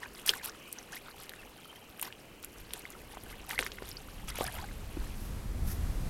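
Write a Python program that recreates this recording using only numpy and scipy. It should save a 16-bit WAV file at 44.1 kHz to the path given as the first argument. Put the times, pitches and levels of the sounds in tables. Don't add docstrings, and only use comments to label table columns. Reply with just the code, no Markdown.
import sys
import numpy as np
from scipy import signal
from scipy.fft import rfft, irfft, next_fast_len
from scipy.io import wavfile
from scipy.ndimage import uniform_filter1d

SR = 44100
rng = np.random.default_rng(int(sys.argv[2]) if len(sys.argv) > 2 else 0)


def master_out(mix):
    frames = np.transpose(np.atleast_2d(mix))
    ceiling = np.clip(frames, -1, 1)
    pcm = np.round(ceiling * 32767).astype(np.int16)
    wavfile.write(sys.argv[1], SR, pcm)


N = 268569
T = np.arange(N) / SR

# (f/Hz, relative level/dB)
LAKE_SPECTRUM = [(20, -28), (70, -9), (130, -2), (280, -0.5), (500, -1.5), (780, -9), (1000, -13),
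                 (2000, -14.5), (3000, -22), (4200, -22.5), (7000, -24), (12000, -25.5), (16000, -28)]
CHORUS_SPECTRUM = [(1800, -20), (2400, -5), (2750, -4), (3080, -4.5), (3400, -22), (4000, -60)]
BUFFET_SPECTRUM = [(10, -9.5), (22, 1), (45, 0.5), (90, -6.5), (140, -14), (230, -18.5), (350, -46),
                   (700, -33.5), (2000, -61)]
GRASS_HISS_SPECTRUM = [(100, 5.5), (300, 2.5), (600, -10), (950, -8), (1800, -12.5), (3000, -15.5),
                       (7000, -20), (12500, -19), (16000, -35)]
BLADE_SPECTRUM = [(300, -2), (2000, 0), (3500, -6.5), (5500, 0.5), (8000, -5), (11000, 4.5), (13500, 2.5),
                  (16000, -10)]
# (f/Hz, relative level/dB)
SPRAY_EQ = [(1500, 13.5), (3000, -3), (4800, -2.5), (7000, -2), (10000, 3.5), (13000, 6.5), (16000, -6)]
# (t/s, added level/dB)
WIND_GUSTS = [(0.15, 6.5), (2.65, 9), (3.27, 3), (4.15, 3), (5.03, 4), (5.35, 3.5), (5.85, 3)]
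# (t/s, half width/s, level/dB)
GRASS_RUSTLES = [(5.234, 0.072, -55.5), (5.708, 0.049, -45.5)]
# (t/s, length/s, gurgle level/dB, spray level/dB)
WAVE_LAPS = [(0.013, 0.042, -49.5, -66), (0.126, 0.11, -80, -57.5), (0.252, 0.07, -51, -36.5),
             (0.306, 0.1, -52.5, -52.5), (0.424, 0.07, -52.5, -45.5), (0.733, 0.083, -60, -77),
             (0.907, 0.088, -57.5, -51.5), (1.028, 0.074, -58, -87), (1.179, 0.089, -63, -56.5),
             (2.004, 0.099, -52, -53), (2.423, 0.036, -65, -54), (2.57, 0.049, -69, -59),
             (2.714, 0.11, -58, -58.5), (3.1, 0.062, -69, -60.5), (3.292, 0.035, -54.5, -61),
             (3.475, 0.093, -47, -48.5), (3.58, 0.11, -55, -47.5), (3.816, 0.13, -68, -55.5),
             (4.274, 0.037, -49, -44.5), (4.333, 0.16, -44.5, -48), (4.449, 0.23, -49.5, -57.5)]
# (t/s, relative level/dB)
SPRAY_SPITS = [(0.264, -21), (0.272, -29), (0.283, -20.5), (0.451, -27), (0.459, -24), (0.728, -24),
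               (1.235, -35), (1.295, -32.5), (1.996, -33), (2.015, -23), (2.027, -17.5), (2.429, -35),
               (2.447, -28), (2.736, -24.5), (2.904, -34), (3.493, -26.5), (3.59, -25), (4.442, -27.5)]
# (t/s, peak level/dB, f/Hz, cycles up to the peak)
AIR_POCKETS = [(0.033, -31, 1790, 2.6), (0.281, -27, 1740, 1.36), (0.2925, -11.5, 3040, 2.3),
               (0.2933, -8.5, 4670, 0.92), (0.337, -23.5, 1600, 1.4), (0.496, -28.5, 5540, 1),
               (0.787, -31, 5900, 2.9), (0.93, -39, 1600, 6.4), (0.967, -41, 1900, 11),
               (1.085, -38.5, 1290, 1.34), (1.294, -28, 3660, 0.6), (1.337, -34.5, 1800, 0.95),
               (1.997, -30.5, 2630, 0.6), (2.027, -31.5, 940, 1.13), (2.03, -25, 2800, 0.76),
               (2.126, -31, 2820, 0.73), (2.708, -32, 3270, 0.51), (2.736, -22.5, 3320, 0.56),
               (2.854, -31.5, 2060, 1.65), (3.172, -29.5, 770, 0.35), (3.51, -24.5, 1860, 1.2),
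               (3.58, -24.5, 2040, 2.2), (3.591, -10, 2070, 0.43), (3.627, -21.5, 1610, 0.45),
               (3.665, -21.5, 1950, 0.63), (3.719, -26, 3240, 0.41), (3.786, -31, 1890, 0.74),
               (3.823, -28, 490, 0.21), (3.915, -30.5, 5000, 1.9), (3.97, -30, 4660, 5.5),
               (4.388, -27, 612, 0.5), (4.41, -17, 574, 0.3), (4.972, -29, 315, 0.8)]


def undb(db):
    return 10 ** (np.asarray(db) / 20)


def unit(x):
    return x / np.sqrt(np.mean(x ** 2) + 1e-20)


def colour(x, points):
    hz, db = np.transpose(points)
    f = np.maximum(np.arange(len(x) // 2 + 1) * SR / len(x), 1)
    return irfft(rfft(x) * undb(np.interp(np.log(f), np.log(hz), db)), len(x))


def noise(points):
    return unit(colour(rng.standard_normal(next_fast_len(N)), points)[:N])


def wander(rate_hz):
    k = max(int(SR / rate_hz), 1)
    steps = np.repeat(rng.standard_normal(N // k + 1), k)
    return unit(uniform_filter1d(steps, k)[:N])


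def band(x, hz, octaves):
    edges = [hz / 2 ** (octaves / 2), min(hz * 2 ** (octaves / 2), SR / 2 - 1)]
    return signal.sosfilt(signal.butter(2, edges, "band", fs=SR, output="sos"), x)


def add(out, s, x):
    i = min(max(int(s * SR), 0), len(out))
    out[i:i + len(x)] += x[:len(out) - i]


def hump(t, peak):
    return t / peak * np.exp(1 - t / peak)


def bell(s, half_s):
    return np.exp(-((T - s) / half_s) ** 2)


def shore_fade(start_s=5.14, db_per_s=61):
    return undb(-db_per_s * np.maximum(T - start_s, 0))


def lake_wash(level_db=-55.5):
    ripple = undb(.5 * wander(3) + .9 * wander(22))
    return undb(level_db) * ripple * noise(LAKE_SPECTRUM)


def far_chorus(level_db=-63, swell_db=6.5):
    throb = undb(2 * wander(45))
    level = shore_fade() * undb(level_db + swell_db * bell(0.67, half_s=0.12))
    return level * noise(CHORUS_SPECTRUM) * throb


def far_bird(run_s=1.586, step_s=0.0595, pip_hz=3140, pip_db=-48.5, taper_db=3):
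    notes = [(1.402, 2640, -47.5, -9000)]
    notes += [(run_s + k * step_s, pip_hz, pip_db - taper_db * (k - 2) ** 2, 4700) for k in range(5)]
    out = np.zeros(N)
    t = T[:SR // 10] - 1 / 20
    swell = np.exp(-(t / .012) ** 2)
    for s, hz, db, glide in notes:
        whistle = np.sin(2 * np.pi * (hz + glide * t / 2) * t)
        add(out, s + t[0], undb(db) * swell * whistle)
    flutter = undb(4 * wander(220) - 2)
    return out * flutter


def wind_force(calm_db=-65.5, freshen_s=2.264, db_per_s=8.5):
    gusts_db = sum(db * bell(s, half_s=0.099) for s, db in WIND_GUSTS)
    return undb(calm_db + db_per_s * np.maximum(T - freshen_s, 0) + gusts_db)


def wind_buffet(force, trim_db=1):
    eddies = undb(2.3 * wander(14))
    return undb(trim_db) * force * eddies * noise(BUFFET_SPECTRUM)


def grass(force, hiss_db=-24.5, wind_power=0.64):
    hiss = undb(hiss_db) * force ** wind_power * noise(GRASS_HISS_SPECTRUM) * undb(.5 * wander(5))
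    brush = sum(undb(db) * bell(s, half_s) for s, half_s, db in GRASS_RUSTLES)
    rustle = brush * noise(BLADE_SPECTRUM) * undb(2 * wander(150))
    return hiss + rustle


def rock_echo(x, echo_db=-14, attack_s=0.0019, decay_s=0.0061):
    t = T[:SR // 8]
    tail = band(rng.standard_normal(len(t)), hz=3400, octaves=3.65)
    tail *= np.exp(-t / decay_s) * (1 - np.exp(-t / attack_s))
    tail /= np.sqrt(np.sum(tail ** 2))
    return x + undb(echo_db) * signal.fftconvolve(x, tail)[:N]


def bubble(hz, cycles, rise_per_cycle=0.0135):
    swell_samples = cycles * SR / hz
    age = np.arange(int(7 * swell_samples) + 2) / swell_samples
    pitch = np.minimum(hz * (1 + rise_per_cycle * cycles * (age - 1)), SR / 2)
    return hump(age, peak=0.92) * np.sin(2 * np.pi * np.cumsum(pitch) / SR)


def swarm(length_s, hz, octaves, cycles, spread_db, count):
    out = np.zeros(int(length_s * SR))
    for when, size, strength, ring in rng.random((count, 4)):
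        pitch = hz * 2 ** (octaves * (2 * size - 1))
        db = -spread_db * np.log(strength + .005)
        add(out, when * length_s, undb(db) * bubble(pitch, cycles * (.5 + ring)))
    return unit(out)


def droplet_fizz():
    ticks = swarm(N / SR, hz=6500, octaves=1.25, cycles=1.2, spread_db=3.9, count=9000)
    flurries = undb(2 * wander(70))
    return unit(colour(np.resize(ticks, N), SPRAY_EQ) * flurries)


def trickle(droplets, flow_db=-55, lull_db=-7.5, patter_db=-4, fizz_db=-5):
    patter = swarm(N / SR, hz=1800, octaves=1.3, cycles=1.6, spread_db=3.8, count=2400)
    flow = shore_fade() * undb(flow_db + lull_db * bell(2.27, half_s=0.34))
    return flow * (undb(patter_db) * np.resize(patter, N) + undb(fizz_db) * droplets)


def spits(sizzle_db=-15, trim_db=-6):
    out = np.zeros(N)
    t = T[:SR // 25] - 1 / 50
    crack = np.exp(-(t / .0006) ** 2)
    sizzle = undb(sizzle_db) * np.exp(-np.abs(t - .001) / .003)
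    for s, db in SPRAY_SPITS:
        hiss = unit(band(rng.standard_normal(len(t)), hz=10470, octaves=0.83))
        add(out, s + t[0], undb(db + trim_db) * (crack + sizzle) * hiss)
    return out


def laps(droplets, wash_db=-11, typical_hz=1409, typical_s=0.0855):
    out = np.zeros(N)
    churn = rng.standard_normal(N)
    for s, length_s, gurgle_db, spray_db in WAVE_LAPS:
        hz = typical_hz * (typical_s / length_s) ** 0.185
        gurgle = swarm(length_s, 1.3 * hz, octaves=1.35, cycles=2.0, spread_db=3, count=70)
        span = slice(int(s * SR), int(s * SR) + len(gurgle))
        wash = band(churn[span], hz, octaves=4.5)
        swell = np.sqrt(np.hanning(len(gurgle)))
        add(out, s, undb(gurgle_db) * unit(swell * gurgle))
        add(out, s, undb(gurgle_db + wash_db) * unit(swell * wash))
        add(out, s, undb(spray_db) * unit(swell * droplets[span]))
    return out


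def backwash(count=4, linger_s=0.015, over_gurgle_db=5, hz=1814, cycles=4.4):
    rows = []
    for s, length_s, gurgle_db, _ in WAVE_LAPS:
        for when, size, ring in rng.random((count, 3)):
            surface_s = s + length_s / 2 + when * (length_s / 2 + linger_s)
            pitch = hz * 2 ** (size - .5)
            rows.append((surface_s, gurgle_db + over_gurgle_db, pitch, cycles * (.5 + ring)))
    return rows


def plops(slap_db=-24, slap_s=.002, hollow_db=-33, hollow_s=.009):
    out = np.zeros(N)
    t = T[:SR // 12]
    wobble = undb(3.5 * wander(300))
    for s, db, hz, cycles in list(AIR_POCKETS) + backwash():
        ring = bubble(hz, cycles)
        if cycles > 5:
            ring *= wobble[int(s * SR):][:len(ring)]
        add(out, s - cycles / hz, undb(db) * ring)
        slap = unit(band(rng.standard_normal(len(t)), np.sqrt(hz * 1800), octaves=2.35))
        hollow = unit(band(rng.standard_normal(len(t)), hz=410, octaves=0.8))
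        impact = undb(slap_db) * slap * hump(t, slap_s) + undb(hollow_db) * hollow * hump(t, hollow_s)
        add(out, s - slap_s, undb(db) / np.sqrt(cycles) * impact)
    return out


def scene():
    droplets = droplet_fizz()
    water = rock_echo(laps(droplets) + plops() + spits() + trickle(droplets))
    distance = lake_wash() + far_chorus() + far_bird()
    force = wind_force()
    return (water + distance + wind_buffet(force) + grass(force))[None]


def record(dry, top_hz=16000):
    return signal.sosfilt(signal.ellip(8, .2, 70, top_hz, fs=SR, output="sos"), dry)


dry = scene()
out = record(dry)
master_out(out)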